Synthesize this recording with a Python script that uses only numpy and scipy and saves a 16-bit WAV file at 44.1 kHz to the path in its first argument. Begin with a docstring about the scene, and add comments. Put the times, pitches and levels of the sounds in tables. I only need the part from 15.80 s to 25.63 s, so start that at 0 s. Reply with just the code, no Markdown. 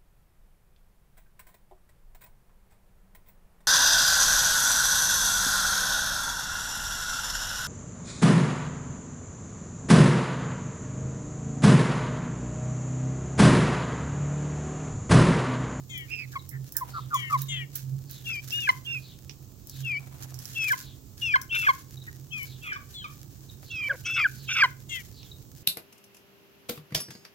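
"""First a thin many-voiced peep, the snap of a beak and a buzzing cheep, over a low hum and thin air.
Young chickens then cluck and whistle around a hand that holds out fruit in a gravel yard. Each call is
built from gliding tones for the two sides of the syrinx, and turns hoarse or cracks into a yelp.
Beaks, feet and feathers are bursts of tiny snaps; small birds further off are blurred tones.
A distant machine drones on one wavering note, and scattered echoes surround all the birds and taps."""
import sys
import numpy as np
from scipy import signal
from scipy.fft import rfft, irfft
from scipy.io import wavfile

SR = 44100
rng = np.random.default_rng(int(sys.argv[2]) if len(sys.argv) > 2 else 0)


def master_out(mix):
    """Clip the mix to full scale and print it as 16-bit PCM to the path in sys.argv[1]."""
    frames = np.transpose(np.atleast_2d(mix))
    ceiling = np.clip(frames, -1, 1)
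    pcm = np.round(ceiling * 32767).astype(np.int16)
    wavfile.write(sys.argv[1], SR, pcm)


N = 433503  # samples in the scene


def amp(db):
    """Decibels to gain."""
    return 10 ** (np.asarray(db) / 20)


def unit(x):
    """Scales to an rms of 1."""
    return x / np.sqrt(np.mean(abs(x) ** 2) + 1e-20)


def columns(rows, at):
    """Reads every further column of a table by straight lines along its first."""
    first, *rest = np.transpose(rows)
    return [np.interp(at, first, column) for column in rest]


def colour(x, points, tilt_db=0):
    """Filters by a few (Hz, dB) points, plus a tilt in dB per octave about 8 kHz, level below 1 kHz."""
    hz = np.fft.rfftfreq(x.shape[-1], 1 / SR) + 1  # keeps the logarithm finite
    point_hz, point_db = np.transpose(points)
    db = np.interp(np.log(hz), np.log(point_hz), point_db)
    db = db + tilt_db * np.log2(np.maximum(hz, 1000) / 8000)
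    return irfft(rfft(x) * amp(db), x.shape[-1])


def wander(n, width_hz):
    """Complex noise of rms 1 that changes at about the width's pace or slower."""
    hz = np.fft.fftfreq(n, 1 / SR)
    spectrum = np.exp(2j * np.pi * rng.random(n)) / (1 + (hz / width_hz) ** 2)
    return unit(np.fft.ifft(spectrum))


def turn(hz):
    """A complex tone that follows a pitch curve."""
    return np.exp(2j * np.pi * np.cumsum(hz) / SR)


def grains(n, per_s, spread_db):
    """Tiny snaps of uneven size, each reaching the two microphones differently."""
    happens = rng.random(n) < per_s / SR
    size = happens * amp(spread_db * np.minimum(rng.exponential(1, n), 3))
    return unit(size * rng.uniform(-1.12, 1, (2, n)))


# Where the calling bird stands. Each row: time in seconds, lead of the left ear in ms.
BIRD_PLACE = [(1.55, -0.18), (2.5, 0.49), (4.9, 0.39), (6.55, 0.23), (7.2, 0.36), (7.9, 0.015),
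              (8.85, 0.095), (9.08, 0.41)]


def add(mix, s, sound, lead_ms=0, side_db=0):
    """Places a sound between the two microphones by arrival time and level; positive is left."""
    for ear, sign, wave in zip(mix, (1, -1), np.broadcast_to(sound, (2, sound.shape[-1]))):
        start = max(0, round((s - sign * lead_ms / 2000) * SR))
        part = ear[start:][:len(wave)]
        part += amp(sign * side_db / 2) * wave[:len(part)]


# Moments when the voice cracks.
# Each row: middle in seconds, length in seconds, added hoarseness from 0 to 1.
CRACKS = [(2.51, 0.033, 0.24), (2.784, .035, 0.2), (5.753, 0.045, 0.52), (5.848, 0.043, 0.77),
          (6.87, 0.095, 0.57), (8.281, 0.065, 0.42), (8.388, 0.055, 0.55), (8.71, 0.037, 0.97),
          (8.779, 0.067, 0.79), (8.855, 0.015, 0.7), (5.894, .03, 0.17)]


def cracked(times):
    """How far the voice is cracked at each moment, as a sum of flat-topped bumps."""
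    return sum(more * np.exp(-(2 * (times - s) / span) ** 4) for s, span, more in CRACKS)


# The falling whistles. Each row: start in seconds, length in seconds, first pitch in Hz, last pitch in Hz,
# arch of the glide in Hz, level in dB, swell from start to end in dB, belly in the middle in dB,
# overtones in dB, left-right balance in dB.
WHISTLES = [(2.443, 0.17, 2910, 2240, -38, -36, -1.5, 4, -24.5, 5),
            (2.704, 0.17, 2700, 2347, 401, -29, -7, -1.5, -34, 5.5),
            (3.046, 0.15, 2785, 2200, 263, -34, 4, 2.5, -29.5, -5.5),
            (4.027, 0.17, 2933, 2232, -160, -34, 4.5, 5.5, -32.5, 5),
            (4.741, .16, 2726, 2303, 101, -29, 5, 1.5, -27.5, 5.5),
            (5.402, 0.14, 2945, 2317, 34, -26.5, -2.5, -0.5, -28, 5),
            (5.691, 0.19, 2692, 2320, 197, -32, -8.5, 5.5, -30, 3.5),
            (6.504, 0.16, 2720, 2160, -34.5, -37, -3, 2, -34, 7),
            (6.805, 0.15, 2740, 2260, -47, -45, 9, 7.5, -50, 0),
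            (7.13, 0.125, 3510, 2740, 220, -45.5, -6, 3.5, -27, 3),
            (7.887, 0.2, 2816, 2297, -48.5, -33.5, 10.5, 2, -31, -3.5),
            (8.235, 0.21, 2578, 2303, 210, -27, 10.5, -1.5, -22, 1.5),
            (8.665, 0.16, 2634, 2332, 214, -22, 10, -9, -18.5, -0.5)]
# Side bands of a hoarse voice. Each row: distance from the note in Hz, level in dB.
RASP_BANDS = [(-1200, -2.5), (-330, 0.5), (228.5, -5.5), (850, -7.5)]
# Colour of the throat. Each row: frequency in Hz, gain in dB.
THROAT = [(500, -9.5), (980, -3.5), (3400, -1), (5400, 8.5)]
ATTACK_S, RELEASE_S = 0.019, 0.002  # the release is for whistles that break into a yelp
FADE_S, FLICK_HZ = 0.024, 254  # the others fade out with an upward flick
ARCH_DELAY = 1.3  # above 1, the arch of the glide peaks late
CRACK_DB = 5.5  # a full crack is this much louder than the note around it
SECOND_VOICE_HZ = 725  # the other side of the syrinx sings this far above
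SECOND_VOICE_DB = -47  # its level in a whistle of -34 dB
# The second voice opens each whistle alone, louder at first, sliding up to its note.
LEAD_S, LEAD_DB, LEAD_RISE_S = 0.02, 6, .012


def whistle(start, length, first_hz, last_hz, arch_hz, level_db, swell_db, belly_db, overtone_db,
            shimmer=0.087, second_share=0.44):
    """Two voices of the syrinx glide down in an arch; when hoarse, they scatter into side bands."""
    t = np.arange(0, length, 1 / SR)
    n, u = len(t), t / length
    breaks = any(abs(s - start - length) < .04 for s, *_ in YELPS)  # a yelp takes over at the end
    fade = np.minimum((length - t) / (RELEASE_S if breaks else FADE_S), 1)

    glide = first_hz + (last_hz - first_hz) * u + arch_hz * np.sin(np.pi * u ** ARCH_DELAY)
    flick = (not breaks) * FLICK_HZ * (1 - fade)
    hz = glide * (1 + .015 * wander(n, 30).real) + flick
    crack = cracked(start + t)
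    db = level_db + swell_db * (u - .5) + belly_db * np.sin(np.pi * u) + CRACK_DB * crack
    hoarse = np.clip((.09 + crack) * (1 + .45 * wander(n, 45).real), 0, .9)
    main = turn(hz * (1 + (.005 + .03 * hoarse) * wander(n, 99).real))

    # the second voice leads in, then comes and goes, and grows less with effort
    apart_hz = SECOND_VOICE_HZ * (1 - np.exp(-t / LEAD_RISE_S))
    lead_db = LEAD_DB * np.exp(-(t / (2 * LEAD_S)) ** 2)
    second_db = SECOND_VOICE_DB + second_share * (level_db + 34.0) + lead_db - db  # relative to the main
    second_tone = turn(hz + apart_hz + 45 * wander(n, 90).real)
    second = amp(np.minimum(second_db, -3)) * second_tone * (.45 + .75 * wander(n, 16))

    rasp = unit(sum(amp(d) * turn(hz + off) * wander(n, 110) for off, d in RASP_BANDS))
    attack = np.clip((t - LEAD_S) / ATTACK_S + .5, 0, 1)
    voice = attack * (np.sqrt(1 - hoarse ** 2) * main + hoarse * rasp) + second
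    # the voices share one airflow, so flickering sum tones appear above them
    both = voice - attack * hoarse * rasp / 2 + second
    sums = both ** 2 + .18 * both * (attack * main) ** 2
    voice = voice + amp(overtone_db) * (.3 + .75 * wander(n, 18)) * sums

    swell = amp(db) * (1 + shimmer * wander(n, 57).real) * np.minimum(t / LEAD_S, 1) * fade
    return colour(np.sqrt(2) * voice.real * swell, THROAT)


# Yelps, mostly where a whistle breaks down. Each row: start in seconds, length in seconds, level in dB.
YELPS = [(2.872, 0.02, -21), (4.901, 0.033, -17), (5.537, 0.02, -11), (5.866, 0.021, -13),
         (6.917, 0.015, -26), (7.213, 0.025, -49), (8.093, 0.031, -20), (8.44, 0.031, -15),
         (8.82, 0.019, -10)]
YELP_FIRST_HZ, YELP_LAST_HZ, YELP_OVERTONE_DB = 1858, 1410, -28
# The clucks. Each row: start in seconds, length in seconds, middle pitch in Hz, level in dB, overtones in dB.
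CLUCKS = [(0.555, 0.026, 1087, -27, -9.5), (1.008, 0.034, 1032, -26.5, -23),
          (1.177, 0.023, 1052, -34.5, -30), (1.328, 0.044, 1124, -18.5, -28),
          (1.524, 0.047, 1102, -17, -18), (2.89, 0.019, 1020, -13, -3.5), (4.931, 0.018, 1030, -21.5, -7),
          (5.557, 0.016, 1053, -16, -4.5), (5.885, 0.03, 1082, -12, -9.5),
          (6.958, 0.022, 1146, -33.5, -8.5), (7.242, 0.029, 1175, -34.5, -5),
          (8.836, 0.027, 1025, -15.5, -2.5)]
CLUCK_FALL_OCT_PER_S = 8.2  # every cluck sags at this rate


def cluck(start, length, first_hz, last_hz, db, overtone_db, rolloff_db=-10, grit_db=-16):
    """A short falling note with overtones; bright ones start abruptly, and a crack doubles the period."""
    t = np.arange(0, length, 1 / SR)
    n, u = len(t), t / length
    harsh = np.clip(1 + overtone_db / 24, 0, 1)
    hz = first_hz + (last_hz - first_hz) * u ** .8
    half = turn(hz * (1 + .012 * wander(n, 150).real) / 2)  # an octave below the note
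    tone = half ** 2
    step_db = rolloff_db * (1.91 - harsh)  # from one overtone to the next
    overtones = sum(amp(overtone_db + step_db * k) * 1j ** k * tone ** (k + 2) for k in range(6))
    undertone = cracked(start + t) * (half / 4 + half ** 3)
    grit = amp(grit_db) * harsh * (tone + tone ** 2 / 2 + tone ** 4 / 10) * wander(n, 400)
    shape = np.sin(np.pi * u ** (1.1 - .8 * harsh)).clip(0) ** .8
    shape = shape * (1 + .08 * wander(n, 84).real)
    voice = shape * (tone + overtones + undertone + grit).real
    return np.sqrt(2) * amp(db) * colour(voice, THROAT)


# Peeps of the youngest. Each row: start in seconds, length in seconds, first pitch of the steep voice in Hz,
# level in dB, bend of the glide (above 1 falls late).
PEEPS = [(0.091, 0.19, 2540, -40, 1.25), (1.333, 0.2, 2520, -35.5, 0.56), (1.68, .18, 2915, -33, 1.6),
         (9.089, 0.14, 2820, -35, 2.06)]
# The other voices of a peep. 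Each row: first pitch in Hz, last pitch in Hz, level in dB.
PEEP_VOICES = [(2130, 1780, -2.5), (3305, 2650, -1.5), (3643, 2880, -3)]


def peep(length, steep_hz, db, bend, last_hz=2030, overtone_db=-8, hand_db=-11):
    """Four fuzzy voices glide down, the upper ones fading first; their sum tones shine at the start."""
    n = int(length * SR)
    u = np.linspace(0, 1, n)
    voices = 0
    for first, last, voice_db in [*PEEP_VOICES, (steep_hz, last_hz, 0)]:
        tone = turn(first + (last - first) * u ** bend + 26 * wander(n, 90).real)
        fuzz = 1 + 0.68 * wander(n, 16) + 0.22 * wander(n, 380)
        fading = amp(hand_db * (u - .5) * (first > steep_hz))
        voices = voices + amp(voice_db) * tone * fuzz * fading
    voices = unit(voices)
    upper = colour(voices.real ** 2, [(3000, -54.5), (5200, -23), (6900, -2.5), (8000, 14.5)])
    shine = amp(overtone_db) * unit(upper) * 2 * (1 - u) ** 2
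    shape = np.sin(np.pi * u ** .85).clip(0) ** 1.2
    return amp(db) * shape * (unit(voices.real) + shine)


def duet(hz, split_hz, lower_db, fuzz):
    """Two voices either side of a pitch, beating unevenly against each other, with a little fuzz."""
    apart = split_hz / 2 * (1 + .3 * wander(len(hz), 40).real)
    haze = fuzz * turn(hz) * wander(len(hz), 190)
    return unit(turn(hz + apart) + amp(lower_db) * turn(hz - apart) + haze)


# Wavering calls, often just before a cluck.
# Each row: start in seconds, length in seconds, middle pitch in Hz, level in dB.
CLASHES = [(0.522, 0.037, 1640, -47.5), (0.708, 0.074, 1900, -45.5), (0.946, 0.066, 1650, -42.5),
           (6.264, 0.04, 1810, -40.5), (1.132, 0.076, 1256, -33.5), (1.303, 0.048, 1304, -36.5),
           (1.496, 0.045, 1198, -30)]
CLASH_FALL_OCT_PER_S = 2.36


def clash(length, hz, db, split_hz=150, lower_db=-4):
    """The two voices sag side by side without locking; the softer, the fuzzier."""
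    t = np.arange(0, length, 1 / SR)
    sagging_hz = hz * 2 ** (CLASH_FALL_OCT_PER_S * (length / 2 - t))
    voice = duet(sagging_hz, split_hz, lower_db, amp(-42 - db))
    return np.sqrt(2) * amp(db) * voice.real * np.sin(np.pi * t / length)


# One buzzing cheep. Each row: time in seconds, pitch in Hz, level in dB.
TRILL = [(.28, 2294, -62), (.32, 2610, -35), (.345, 2610, -33), (.372, 2530, -45.5), (.395, 2520, -36.5),
         (.428, 2370, -39), (.455, 2000, -55)]


def trill(split_hz=190, lower_db=-4, octave_db=-17):
    """An arched cheep that buzzes with the beat of its two voices."""
    hz, db = columns(TRILL, np.arange(TRILL[0][0], TRILL[-1][0], 1 / SR))
    voice = duet(hz, split_hz, lower_db, .6)
    return np.sqrt(2) * amp(db) * (voice + amp(octave_db) * voice ** 2).real


# A low mutter. Each row: time in seconds, pitch in Hz, level in dB.
MURMUR = [(8.085, 515, -48), (8.11, 573, -43), (8.13, 567, -40.5), (8.158, 464, -45)]


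def murmur(rough=1.0, overtone_db=-11):
    """A low, shaky note with three gravelly overtones, the higher the rougher."""
    t = np.arange(MURMUR[0][0], MURMUR[-1][0], 1 / SR)
    hz, db = columns(MURMUR, t)
    voice = 0
    for k in range(1, 5):
        shake = 1 + rough * k * wander(len(t), 170) / 2
        voice = voice + amp(overtone_db * (k > 1)) * turn(k * hz) * shake
    return amp(db) * voice.real


# Beak and claw taps. Each row: time in seconds, peak in dB, left-right balance in dB, tilt in dB per octave.
TAPS = [(.177, -18.5, -10, 9), (0.691, -26, -19, 8.5), (0.922, -21, -4, 9), (.967, -5.5, -11.5, 9),
        (1.344, -16, -13, 4.5), (1.618, -18.5, -23, 17), (1.955, -7.5, -10.5, 12.5), (2.311, -18, -15, 14),
        (2.706, -24, -12.5, -14), (2.726, -19, -22, 17), (2.805, -26.5, -3, -6), (3.495, -26.5, -7.5, -18),
        (3.871, -24, 7, 5), (3.896, -23.5, 2, 0), (4.542, -30.5, -13, -2.5), (4.589, -28, -12, 0.5),
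        (4.655, -24.5, -14, -0.5), (4.92, -17, 8, 3), (5.615, -20, 5, 2), (5.752, -15.5, 5, 3),
        (6.63, -19.5, 8, 8), (6.931, -30.5, -4, -15), (9.4303, -33, -7, -18)]
# Colour of a tap. Each row: frequency in Hz, gain in dB.
TAP_COLOUR = [(1470, -61.5), (2500, -31), (4510, -21), (5310, -6), (9220, -21.5), (11400, -12.5),
              (16000, -14)]


def tap(db, tilt_db, crunch_t60=0.13, crunch_db=-11):
    """A beak snaps shut, then fibres tear: a dense burst of grains and a slower, sparser one."""
    t = np.arange(SR // 5) / SR
    snap = grains(len(t), 12000, 2) * amp(-60 * t / .014)
    crunch = grains(len(t), 4000, 2) * amp(crunch_db - 60 * t / crunch_t60)
    padded = np.pad(snap + crunch, ((0, 0), (64, 0)))  # room for the filter to ring before the snap
    sound = colour(padded, TAP_COLOUR, tilt_db)
    return amp(db) * sound / abs(sound).max()


def stroke(length, db, spectrum, patchy_db=5):
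    """A clump of crackling grains that swells quickly and dies away."""
    n = int(length * SR)
    crackle = grains(n, 3000, 4) * amp(patchy_db * wander(n, 27).real)
    return amp(db) * unit(colour(crackle, spectrum)) * np.sin(np.pi * np.linspace(0, 1, n) ** .5)


# Strokes of feathers, claws and peel. Each row: start in seconds, length in seconds, level in dB.
RUSTLE = [(0.514, 0.088, -52), (1.34, 0.26, -50), (1.497, 0.079, -43.5), (1.574, 0.098, -44.5),
          (1.929, 0.13, -44), (2.294, 0.16, -46.5), (2.436, 0.2, -48.5), (2.616, 0.44, -44.5),
          (4.403, 0.059, -41.5), (4.593, 0.39, -46.5), (4.816, 0.26, -38.5), (5.373, 0.22, -48.5),
          (5.724, 0.31, -42), (6.559, 0.21, -49), (8.015, 0.28, -52), (8.271, 0.65, -51.5),
          (8.71, 0.27, -50), (9.079, 0.29, -49.5)]
# Colour of the rustle. Each row: frequency in Hz, gain in dB.
RUSTLE_COLOUR = [(710, -50.5), (1200, -22.5), (1730, -14.5), (2000, -21.5), (6800, -12.5), (9010, -23.5),
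                 (12500, -13.5), (16000, -20)]
# Dull shuffling of feet. Each row: start in seconds, length in seconds, level in dB.
SCUFFS = [(0.943, 0.46, -54.5), (4.151, 0.84, -55.5), (7.829, 0.011, -48)]


def rustle(side_db=-3, fidget_db=-60, grit_db=-64):
    """Strokes and scuffs of grains over constant fidgeting and stray ticks of grit."""
    fidget = grains(N, 3600, 1.2) * amp(8.6 * wander(N, 8.3).real)
    ticks = grains(N, 60, 2.5) * amp(5 * wander(N, 5).real)
    out = amp(fidget_db) * unit(colour(fidget, RUSTLE_COLOUR))
    out = out + amp(grit_db) * unit(colour(ticks, RUSTLE_COLOUR))
    for s, length, db in RUSTLE:
        add(out, s, stroke(length, db, RUSTLE_COLOUR), side_db=side_db)
    for s, length, db in SCUFFS:
        add(out, s, stroke(length, db, [(300, -19), (800, -15), (5000, -30.0)]))
    return out


# Slurred calls of far birds. Each entry: start in seconds.
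SLURS = [1.081, 2.254, 3.188, 3.871, 4.971, 6.619, 7.819, 8.531, 9.311]
# Chips of far birds. Each row: start in seconds, level in dB.
CHIPS = [(0.589, -45.5), (1.572, -50), (1.615, -46.5), (6.168, -50), (6.214, -50), (7.688, -47),
         (9.512, -45)]


def far_call(db, length, first_hz, last_hz, blur_hz):
    """A falling whistle, blurred by distance into a narrow band of noise."""
    n = int(length * SR)
    tone = turn(np.linspace(first_hz, last_hz, n)) * wander(n, blur_hz)
    return amp(db) * unit(tone.real) * np.sin(np.linspace(0, np.pi, n))


# Send of the near sounds into the yard; a bird turned away is heard more through it.
# Each row: time in seconds, echo in dB.
ECHO = [(6.7, -21), (6.9, -9), (7.3, -8), (7.6, -23)]


def yard(x, t60=0.3, dull_db=-3):
    """Weak scattered echoes from fences and ground, as sparse random taps that die away."""
    t = np.arange(SR // 2) / SR
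    bounces = rng.random((2, len(t))) < 2500 / SR  # per second
    taps = rng.standard_normal((2, len(t))) * bounces * (t > .006) * amp(-60 * t / t60)
    tail = colour(taps, [(1500, 0.0089), (8000, dull_db)])
    return signal.fftconvolve(x, tail / np.linalg.norm(tail[0]), axes=1)[:, :N]


# Swelling of the distant machine. Each row: time in seconds, level in dB.
HUM_LEVEL = [(0, -47), (.65, -49), (.82, -35.5), (.92, -59), (1.2, -37.5), (1.33, -47), (1.5, -37.5),
             (1.87, -40), (2, -52), (2.14, -29.5), (2.24, -49), (3.25, -45.5), (3.5, -52.5), (3.85, -56),
             (4, -42), (5.3, -52), (6.3, -47), (7.6, -57.5), (8.7, -45), (9.25, -55.5)]


def hum(hz=131, width_hz=8, unsteady=0.96):
    """A distant machine drones on one wavering note, swelling and sinking."""
    db, = columns(HUM_LEVEL, np.arange(N) / SR)
    tone = turn(hz + 3 * wander(N, 2.5).real) * (1 + unsteady * wander(N, width_hz))
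    return amp(db) * unit(tone.real)


# Colour of the open air. Each row: frequency in Hz, gain in dB.
AIR_COLOUR = [(20, -30), (105, -7.5), (206, -19), (326, -20), (560, -32.5), (1260, -38), (1700, -48.5),
              (7310, -35.5), (9570, -48.5), (16000, -34)]
# Width of the air. Each row: frequency in Hz, likeness of the two ears, left-right balance in dB.
AIR_STEREO = [(30, 0.94, -19), (127, 0.81, -8.5), (920, 0.2, -2)]
AIR_DB = -48


def air():
    """Outdoor rumble and thin hiss: coloured noise, most alike in the two ears at the bottom."""
    same, side_db = columns(AIR_STEREO, np.fft.rfftfreq(N, 1 / SR))
    a, b = rfft(rng.standard_normal((2, N)))
    same = np.clip(same, -1, 1)
    left = a * amp(side_db / 2)
    right = (same * a + np.sqrt(1 - same ** 2) * b) * amp(-side_db / 2)
    return amp(AIR_DB) * unit(colour(irfft(np.array([left, right]), N), AIR_COLOUR))


def scene():
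    """Near birds, far birds and their echoes over the rustle, air and hum of the yard."""
    near, far = np.zeros((2, 2, N))
    for s, *row, side_db in WHISTLES:
        add(near, s, whistle(s, *row), *columns(BIRD_PLACE, s), side_db=side_db)
    for s, length, db in YELPS:
        yelp = cluck(s, length, YELP_FIRST_HZ, YELP_LAST_HZ, db, YELP_OVERTONE_DB)
        add(near, s, yelp, *columns(BIRD_PLACE, s))
    for s, length, hz, db, overtone_db in CLUCKS:
        sag = 2 ** (CLUCK_FALL_OCT_PER_S * length / 2)
        add(near, s, cluck(s, length, hz * sag, hz / sag, db, overtone_db), *columns(BIRD_PLACE, s))
    for s, *row in PEEPS:
        add(near, s, peep(*row), *columns(BIRD_PLACE, s), side_db=9.0)
    for s, *row in CLASHES:
        add(near, s, clash(*row), *columns(BIRD_PLACE, s))
    add(near, TRILL[0][0], trill(), lead_ms=-.09, side_db=-10.0)
    add(near, MURMUR[0][0], murmur())
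    for s, db, side_db, tilt_db in TAPS:
        add(near, s - .001, tap(db, tilt_db), side_db=side_db)
    for s in SLURS:
        first_hz = 4800 * rng.uniform(0.94, 1.05)
        add(far, s, far_call(-55.0, length=0.19, first_hz=first_hz, last_hz=3200, blur_hz=537))
    for s, db in CHIPS:
        add(far, s, far_call(db, length=0.018, first_hz=3944, last_hz=3754, blur_hz=113.5))

    echo_db, = columns(ECHO, np.arange(N) / SR)
    echoes = yard(amp(echo_db) * near + far / 2)
    mix = near + echoes + far + rustle() + air()
    add(mix, 0, hum(), side_db=-7.5)
    return mix


def record(dry):
    """A steep low-pass at the top of the band, 16.3 kHz."""
    lowpass = signal.firwin(301, 16300, window=("kaiser", 9), fs=SR)
    return signal.oaconvolve(dry, lowpass[None], "same")


dry = scene()
out = record(dry)
master_out(out)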